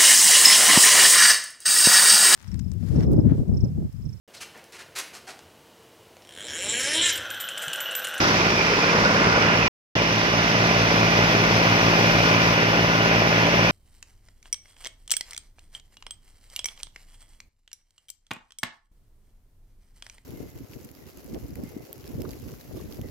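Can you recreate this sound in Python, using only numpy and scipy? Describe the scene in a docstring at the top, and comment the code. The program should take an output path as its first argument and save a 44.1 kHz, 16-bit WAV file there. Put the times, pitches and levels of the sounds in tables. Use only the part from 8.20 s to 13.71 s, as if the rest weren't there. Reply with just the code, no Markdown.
"""A diesel drone with a hard clatter on top: a three-cylinder tractor drives a wheat thresher in a field.
Each firing thuds and puffs through the exhaust. The drum hums just below the firing rate and beats
against it, straw hisses through the machine, loose metal squeals and gears whine. A sheaf rustles past,
the sound cuts out for a quarter of a second, and the microphone swings round to face the thresher."""
import sys
import numpy as np
from scipy import signal
from scipy.fft import rfft, irfft, next_fast_len
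from scipy.io import wavfile
from scipy.ndimage import uniform_filter1d

SR = 44100
rng = np.random.default_rng(int(sys.argv[2]) if len(sys.argv) > 2 else 0)


def bounce(signal):
    """Save signal as a 16-bit WAV file at the path given by the first command-line argument."""
    frames = np.transpose(np.atleast_2d(signal))
    limited = np.clip(frames, -1, 1)
    pcm = np.round(limited * 32767).astype(np.int16)
    wavfile.write(sys.argv[1], SR, pcm)


N = 242991
TIME = np.arange(N) / SR


# engine speed: (time [s], four-stroke cycle rate [Hz])
ENGINE_SPEED = [(0, 18.69), (1.48, 18.68), (1.75, 18.75), (2.7, 18.802), (3.2, 18.754), (4.3, 18.696),
                (5.4, 18.723)]
def engine_cycles():
    """The running count of four-stroke cycles: the clock for all that the engine shakes."""
    return np.cumsum(curve(ENGINE_SPEED)) / SR


# the three cylinders: (place in the cycle [0-1], strength [gain])
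CYLINDERS = [(0, 0.24), (1 / 3, 0.11), (2 / 3, 0.24)]
def firing(cycle, decay, floor):
    """Envelope that jumps as each cylinder fires; the decay is a share of the cycle."""
    return floor + sum(strength * np.exp(-((cycle - place) % 1) / decay) for place, strength in CYLINDERS)


# crankshaft partials, exhaust tones plus gear-mesh lines at 52, 104 and 182: (multiple of the cycle rate, level
# [dB])
CRANK_PARTIALS = [(3, -42.5), (6, -30.6), (7, -37.5), (9, -26.8), (12, -41), (15, -34), (17, -37.5),
                  (18, -41.5), (19, -40.5), (20, -44.5), (21, -38.5), (22, -46.5), (24, -38), (25, -45.5),
                  (27, -43), (28, -39.5), (30, -44), (31, -36.5), (32, -37), (33, -41.5), (35, -48.5),
                  (36, -46), (39, -45.5), (42, -45.5), (43, -42), (52, -39), (54, -39.5), (66, -44),
                  (84, -42), (104, -36.5), (182, -44)]
# how openly the exhaust is heard, followed by each layer to its own depth: (time [s], level [dB])
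EXHAUST_REACH = [(0, -4), (.5, -8), (.9, -4), (1.45, -4.5), (2.1, -5), (2.45, -2), (4, -0.4), (4.5, -2),
                 (5.5, -1.5)]
def exhaust_drone(cycle, waver_db=0.08, screening=0.93, octave_dip_db=-17, swell_s=0.77):
    """Partials locked to the crankshaft, exhaust tones together with gear-mesh lines at 52, 104 and 182 times
    the cycle rate: the low ones are firm, the high ones stray."""
    tone = np.zeros(N)
    for order, db in CRANK_PARTIALS:
        offset = 0.03 * order * rng.standard_normal()
        phase = 2 * np.pi * order * cycle + offset + 0.0095 * order * drift(4)
        if order == 2 * len(CYLINDERS):  # the octave of the firing rate fades in
            db = db + octave_dip_db * np.exp(-(TIME / swell_s) ** 2)
        tone += amp(db + waver_db * min(order, 40) * drift(16)) * np.cos(phase)
    return np.sqrt(2) * tone * amp(screening * curve(EXHAUST_REACH))


# EQ of the exhaust gas: (frequency [Hz], level [dB])
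ROAR_EQ = [(25, -41.5), (55, -20), (85, -19), (130, -7.5), (220, -6), (330, -3.5), (480, -4.5), (610, -4.5),
           (780, -5), (1000, -10), (1400, -24.5), (2500, -38), (5000, -51)]
def exhaust_roar(cycle, level_db=-21.5, screening=0.75):
    """Each firing blows a puff of turbulent gas, partly alike from cycle to cycle."""
    force = amp(-1.8 * drift(28))
    puffs = cyclic_noise(cycle, repeat=0.32) * (0.2 + force * firing(cycle, decay=0.032, floor=0))
    return diffuse(puffs, ROAR_EQ) * amp(level_db + screening * curve(EXHAUST_REACH))


# EQ of the combustion knock: (frequency [Hz], level [dB])
KNOCK_EQ = [(500, -3.5), (800, -2), (1000, 0.5), (1200, 2), (1450, 1), (1750, -4.5), (2100, -2.5),
            (3000, -32.5), (6000, -63.5)]
def diesel_knock(cycle, level_db=-21, screening=0.39, load=0.47, sheaf_db=4.5):
    """The hard edge of combustion: it grows with the load of straw and is louder beside the sheaf."""
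    knocks = cyclic_noise(cycle, repeat=0.15) * firing(cycle, decay=0.015, floor=0.9)
    db = level_db + screening * curve(EXHAUST_REACH) + load * curve(STRAW_FLOW) + sheaf_db * sheaf_near()
    return diffuse(knocks, KNOCK_EQ) * amp(db)


def exhaust_thuds(cycle, level_db=-35, thud_s=0.00094, band_hz=(245, 750), jitter=0.008, uneven_db=4):
    """Each firing shoves out one short slug of gas, a little early or late, harder or softer."""
    fired = np.maximum.accumulate(np.floor(len(CYLINDERS) * (cycle + jitter * drift(40))))
    blows = -np.diff(fired, prepend=0) * amp(uneven_db * np.clip(rng.standard_normal(N), -2, 1))
    age = TIME[:1024] / thud_s
    slugs = signal.oaconvolve(blows, (1 - age) * np.exp(-age))[:N]
    piped = signal.sosfilt(signal.butter(3, band_hz, "band", fs=SR, output="sos"), slugs)
    return unit(piped) * amp(level_db + curve(EXHAUST_REACH))


def exhaust_rumble(cycle, level_db=-34):
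    """A rough low churning, heard while the sheaf is near."""
    puffs = rng.standard_normal(N) * firing(cycle, decay=0.08, floor=0.05)
    return resonate(puffs, hz=190, width_hz=170) * amp(level_db) * sheaf_near()


# EQ of the sheet metal: (frequency [Hz], level [dB])
CLATTER_EQ = [(1000, -33.5), (1600, 0), (1900, 1), (2150, 0.5), (2420, 1.5), (2650, 2), (2950, -2.5),
              (3100, -4), (3800, -14), (6000, -23), (7500, -60)]
def metal_clatter(cycle, level_db=-23.5, facing_db=2, surge_db=0.62):
    """Sheet metal shakes with the engine, louder when the microphone faces the thresher."""
    shaking = cyclic_noise(cycle, repeat=0.29) * firing(cycle, decay=0.061, floor=0.74)
    shaking *= amp(-0.24 * drift(30))
    return diffuse(shaking, CLATTER_EQ) * amp(level_db + facing_db * facing() + surge_db * drift(5.1))


# EQs of the straw's hiss and of its top sizzle: (frequency [Hz], level [dB])
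HISS_EQ = [(1500, -10), (2800, -4), (3400, 2), (4100, -0.5), (5400, 3.5), (6250, -1.5), (6500, -11),
           (7200, -17.5), (7500, -38), (7800, -19), (8300, -31), (11000, -32.5), (15500, -47.5)]
SIZZLE_EQ = [(5000, -35), (8000, -9.5), (10000, -5.5), (11500, -0.5), (13000, -2), (14000, 3.5), (15500, 2)]
# flow of straw through the drum: (time [s], level [dB])
STRAW_FLOW = [(0, 4.5), (.25, 0.5), (1.8, -1.5), (2.5, 0.5), (4.27, 0.6), (4.35, -2), (5.5, -1.5)]
def straw_hiss(cycle, hiss_db=-26, sizzle_db=-47.5, facing_db=4.5, snaps_per_s=600, snap_s=0.00097):
    """Chaff rushes, stalks snap and grains strike the casing; the sizzle beams from the feed opening."""
    rush = unit(rng.standard_normal((2, N)) * firing(cycle, decay=0.049, floor=2.3))
    strengths = amp(2.5 * np.minimum(rng.exponential(1, N), 4))
    hits = strengths * (rng.random(N) < snaps_per_s / SR)
    bursts = signal.lfilter([1], [1, -np.exp(-1 / (snap_s * SR))], hits)  # instant attack, short tail
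    snaps = unit(bursts * rng.standard_normal((2, N)))
    chaff = (rush + amp(-10) * snaps) * amp(0.5 * drift(25))
    hiss = diffuse(chaff, HISS_EQ) * amp(hiss_db)
    sizzle = diffuse(chaff, SIZZLE_EQ) * amp(sizzle_db + facing_db * facing())
    return (hiss + sizzle) * amp(curve(STRAW_FLOW))


# the drum recovers from one feed and is dragged down by the next: (time [s], beater rate [Hz])
DRUM_SPEED = [(0, 51.98), (.8, 52.53), (1.3, 52.91), (1.9, 53.85), (2.4, 54.19), (2.9, 53.72), (3.5, 53.04),
              (4.2, 52.93), (4.8, 53.22), (5.3, 53.97)]
# drum partials: (multiple of the beater rate, level [dB])
DRUM_PARTIALS = [(1, -43), (2, -35), (3, -47), (4, -49), (5, -46)]
# fader on the hum as the feed loads the drum: (time [s], level [dB])
DRUM_FADER = [(0, 2.5), (.25, 1.5), (.5, -6), (1, -3.5), (1.35, -1), (2.1, 0), (2.75, 3.5), (3.3, 0),
              (3.9, 2), (4.6, -2), (5.3, 0)]
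def drum_hum(waver_db=1.1):
    """The beaters pump air a little slower than the engine fires, so the two throb together."""
    phase = 2 * np.pi * np.cumsum(curve(DRUM_SPEED)) / SR
    hum = sum(amp(db + waver_db * drift(2.1)) * np.cos(order * phase + 0.025 * order ** 2 * drift(4.2))
              for order, db in DRUM_PARTIALS)
    return np.sqrt(2) * hum * amp(curve(DRUM_FADER))


# a narrow squeal inside a wide rasp: (pitch [Hz], width [Hz], level [dB])
SQUEAL_BANDS = [(2415, 115, -1.5), (2450, 520, -3)]
# fader on both bands: (time [s], level [dB])
SQUEAL_FADER = [(0, -43), (.22, -32.5), (.35, -32), (.47, -34), (.66, -34), (.8, -42), (1.15, -37),
                (1.45, -33), (1.86, -42), (1.97, -42), (2.42, -40), (2.49, -29), (2.68, -35.5), (2.88, -30),
                (3.25, -35), (4, -30.5), (4.15, -30.5), (4.45, -36), (4.76, -49), (4.92, -31), (5.08, -36),
                (5.5, -33)]
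# short scrapes where the metal catches: (time [s], half-length [s], level [dB], pitch [Hz])
SCRAPES = [(.403, .018, -25, 2420), (.49, .03, -33, 2330), (.56, .03, -32, 2600), (.635, .02, -28, 2420),
           (.7, .025, -29.5, 2400), (1.331, .012, -28.5, 2430), (1.425, .012, -29, 2590),
           (1.46, .02, -26.5, 2425), (1.794, .009, -24.5, 2410), (5.25, .012, -30, 3250)]
def metal_squeal(cycle):
    """Loose metal rubs and is jolted by every firing; it sits to the right until the microphone turns."""
    jolts = unit(uniform_filter1d(firing(cycle, decay=0.1, floor=0.08), size=70))
    ring = sum(rubbed(hz, width) * amp(db) for hz, width, db in SQUEAL_BANDS) * amp(curve(SQUEAL_FADER))
    scrapes = sum(rubbed(hz, width_hz=80) * amp(db) * swell(at, span) for at, span, db, hz in SCRAPES)
    return (ring + scrapes) * jolts * swing_pan(away_db=-4.5, facing_db=-0.5)


def rubbed(hz, width_hz):
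    """Metal rubbed with even force: the pitch jitters within the resonance while the strength holds."""
    ring = signal.hilbert(resonate(rng.standard_normal((2, N)), hz, width_hz), next_fast_len(N))[:, :N]
    return unit(ring.real / np.sqrt(abs(ring) ** 2 + 0.5))


# gear tones: (multiple of the cycle rate, skirt half-width [Hz], clean share [0-1], flicker [0-1])
GEAR_TONES = [(78, 12, .75, .5), (156, 18, .65, .12)]
# faders on the whine and on its octave: (time [s], level [dB])
WHINE_FADER = [(0, -32), (.42, -42), (.62, -30.5), (1.1, -30), (1.5, -42), (2.3, -37), (2.9, -35.5),
               (4.1, -31.5), (5, -32.5), (5.5, -38)]
OCTAVE_FADER = [(0, -39), (.55, -50), (1, -40), (1.2, -34.5), (1.48, -39), (2.2, -38.5), (3.2, -37.5),
                (4.1, -34), (4.6, -35), (5.5, -36)]
def gear_whine(cycle, waver_db=0.8):
    """Meshing teeth whine in step with the engine: tones with fuzzy skirts, flickering once a cycle."""
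    whine = np.zeros(N)
    for fader, (order, half_width, clean, flicker) in zip((WHINE_FADER, OCTAVE_FADER), GEAR_TONES):
        tone = np.sqrt(2) * np.cos(2 * np.pi * order * cycle + 0.29 * drift(5.2))
        skirt = resonate(rng.standard_normal(N), order * curve(ENGINE_SPEED), 2 * half_width)
        gain = amp(curve(fader) + waver_db * drift(9)) * unit(1 + flicker * np.cos(2 * np.pi * cycle))
        whine += (np.sqrt(clean) * tone + np.sqrt(1 - clean) * skirt) * gain
    return whine


SHEAF_NEAREST_S = 1.26
# upper modes of the hollow beside the sheaf: (multiple of its note, width [Hz], level [dB])
HOLLOW_MODES = [(2.1, 219, -34.5), (3, 520, -34)]
def sheaf_hollow(cycle, far_hz=305, near_hz=480, mid_glide_s=0.31, glide_s=0.13, low_db=-31):
    """Beside the sheaf the roar rings like a short pipe, its note rising as the gap narrows."""
    puffs = rng.standard_normal((2, N)) * firing(cycle, decay=0.035, floor=0.068)
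    hz = far_hz + (near_hz - far_hz) / (1 + np.exp((mid_glide_s - TIME) / glide_s))
    near = sheaf_near()
    low = resonate(puffs[0], hz, width_hz=135) * np.where(TIME < SHEAF_NEAREST_S, 1, near)
    upper = sum(resonate(puffs[1], ratio * hz, width) * amp(db) for ratio, width, db in HOLLOW_MODES)
    return amp(low_db) * low + upper * near


# swishes of the sheaf: (time [s], half-length [s], centre [Hz], width [Hz], level [dB])
SWISHES = [(.2, .1, 2650, 900, -35), (.75, 0.66, 5130, 1495, -35), (1.05, 0.16, 2160, 130, -35),
           (1.36, .1, 2750, 450, -31)]
def sheaf_rustle():
    """The dry ears of the carried sheaf swish in shifting bands until it has passed."""
    return sum(resonate(rng.standard_normal((2, N)), hz, width) * amp(db) * swell(at, span)
               for at, span, hz, width, db in SWISHES)


# stalks cracking: (time [s], level [dB])
CRACKS = [(.207, -14), (0.51, -21), (.528, -21), (.582, -21), (0.687, -29), (0.85, -13.5), (0.922, -21),
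          (1.045, -19), (1.099, -15), (1.224, -17)]
def sheaf_cracks(decay_s=0.00081, band_hz=(2200, 6000)):
    """Stalks break in the carried sheaf, close to the microphone."""
    bursts = sum(amp(db) * (TIME >= at) * np.exp(-abs(TIME - at) / decay_s) for at, db in CRACKS)
    band = signal.butter(6, band_hz, "band", fs=SR, output="sos")
    noise = unit(signal.sosfilt(band, rng.standard_normal((2, N))))
    return signal.sosfilt(band, bursts * noise)


# fan tones: (pitch [Hz], level [dB])
FAN_TONES = [(208.5, -39.5), (292.5, -42.5), (614, -44)]
def fan_hum(waver_db=3):
    """The winnowing fan hums on its own belt, out of step with engine and drum."""
    hum = sum(amp(db + waver_db * drift(2.5)) * np.cos(2 * np.pi * hz * TIME + drift(0.85))
              for hz, db in FAN_TONES)
    return np.sqrt(2) * hum


def sheaf_near(approach_s=1, leave_s=0.22):
    """Nearness of the passing sheaf, 0-1."""
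    span = np.where(TIME < SHEAF_NEAREST_S, approach_s, leave_s)
    return np.exp(-((TIME - SHEAF_NEAREST_S) / span) ** 2)


def facing(start_s=2, swing_s=1.8):
    """How far the microphone has swung from the tractor to the thresher, 0-1."""
    return np.sin(np.pi / 2 * np.clip((TIME - start_s) / swing_s, 0, 1)) ** 2


def swing_pan(away_db, facing_db):
    """Stereo gains that follow the swing; both settings are left over right."""
    side_db = away_db + (facing_db - away_db) * facing()
    return amp(np.array([side_db, -side_db]) / 2)


def cyclic_noise(cycle, repeat, size=2360):
    """Two noises of which the share `repeat` comes back alike in every engine cycle."""
    patterns = rng.standard_normal((2, size))
    locked = np.array([np.interp(cycle % 1, np.arange(size) / size, row) for row in patterns])
    return np.sqrt(repeat) * unit(locked) + np.sqrt(1 - repeat) * rng.standard_normal((2, N))


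# likeness of diffuse sound in left and right: (frequency [Hz], coherence [0-1])
COHERENCE = [(50, 0.99), (450, 0.89), (800, 0.63), (1300, 1), (1800, 0.55), (2500, 0.01), (3200, 0),
             (5000, 0.37), (8000, 0)]
def diffuse(pair, eq):
    """Shapes two unrelated signals as mid and side: narrow in the bass, wide on top, rms 1."""
    mid = filtered(pair[0], lambda hz: amp(read(eq, hz)) * np.sqrt(1 + read(COHERENCE, hz)))
    side = filtered(pair[1], lambda hz: amp(read(eq, hz)) * np.sqrt(1 - read(COHERENCE, hz)))
    return unit(np.array([mid + side, mid - side]))


def resonate(x, hz, width_hz):
    """A movable resonance of rms 1: shifts hz down to zero, smooths twice and shifts back."""
    carrier = np.exp(2j * np.pi * np.cumsum(hz * np.ones(N)) / SR)
    pole = np.exp(-np.pi * width_hz / SR)
    return unit((carrier * signal.lfilter([1], np.poly([pole, pole]), x / carrier)).real)


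def drift(rate_hz):
    """Slow random wavering of rms 1."""
    times = np.arange(N // 64 + 2) * 64 / SR
    spectrum = rfft(rng.standard_normal(len(times)))
    hz = np.fft.rfftfreq(len(times), 64 / SR)
    slow = irfft(spectrum / (1 + (hz / rate_hz) ** 4), len(times))
    return unit(np.interp(TIME, times, slow))


def swell(at_s, span_s):
    """A bell-shaped fade in and out."""
    return np.exp(-((TIME - at_s) / span_s) ** 2 / 2)


def filtered(x, response):
    """Applies a response given as a function of frequency."""
    size = next_fast_len(N + 2048, True)
    return irfft(rfft(x, size) * response(np.fft.rfftfreq(size, 1 / SR)), size)[..., :N]


def curve(rows):
    """A time table at every sample."""
    return np.interp(TIME, *np.transpose(rows))


def read(rows, hz):
    """A spectrum table on a log-frequency axis."""
    points_hz, values = np.transpose(rows)
    return np.interp(np.log(hz + 1), np.log(points_hz), values)


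def amp(db):
    """Decibels to gain."""
    return 10 ** (np.asarray(db) / 20)


def unit(x):
    """Scales to rms 1."""
    return x / np.sqrt(np.mean(x ** 2) + 1e-20)


# stereo tilt of the machines: (frequency [Hz], left over right [dB])
BALANCE = [(100, 0.2), (600, 0.7), (1200, 0.5), (2000, -4), (2800, -1.5), (4000, 2.5), (5400, 3.5),
           (8000, 1), (13000, 4.5)]
def scene(noise_db=-3, shadow_db=-2, lag_s=11 / SR):
    """The machines stand to the right, so the left lags; the sheaf passes ahead and shadows the hiss."""
    cycle = engine_cycles()
    noise = exhaust_roar(cycle) + diesel_knock(cycle) + metal_clatter(cycle)
    noise += straw_hiss(cycle) * amp(shadow_db * sheaf_near())
    noise *= amp(noise_db) * swing_pan(away_db=-1.3, facing_db=0.35)
    exhaust = exhaust_drone(cycle) + exhaust_thuds(cycle) + exhaust_rumble(cycle)
    left, right = exhaust + drum_hum() + fan_hum() + gear_whine(cycle) + metal_squeal(cycle) + noise
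    left = filtered(left, lambda hz: amp(read(BALANCE, hz) / 2) * np.exp(-2j * np.pi * hz * lag_s))
    right = filtered(right, lambda hz: amp(-read(BALANCE, hz) / 2))
    return np.array([left, right]) + sheaf_hollow(cycle) + sheaf_rustle() + sheaf_cracks()


def record(dry, low_cut_hz=42, high_cut_hz=15600, mute_from_s=1.4805, mute_to_s=1.7535):
    """The microphone sheds the deepest rumble, the sound drops out briefly and the very top is cut."""
    heard = filtered(dry, lambda hz: 1 - 1 / (1 + (hz / low_cut_hz) ** 10))
    gate = uniform_filter1d(((TIME < mute_from_s) | (TIME > mute_to_s)) * 1.0, size=24)
    gate *= np.minimum(TIME / 0.004, 1)  # 4 ms fade-in
    high_cut = signal.firwin(511, high_cut_hz, window=("kaiser", 9), fs=SR)
    return signal.oaconvolve(heard * gate, high_cut[None], "same")


dry = scene()
out = record(dry)
bounce(out)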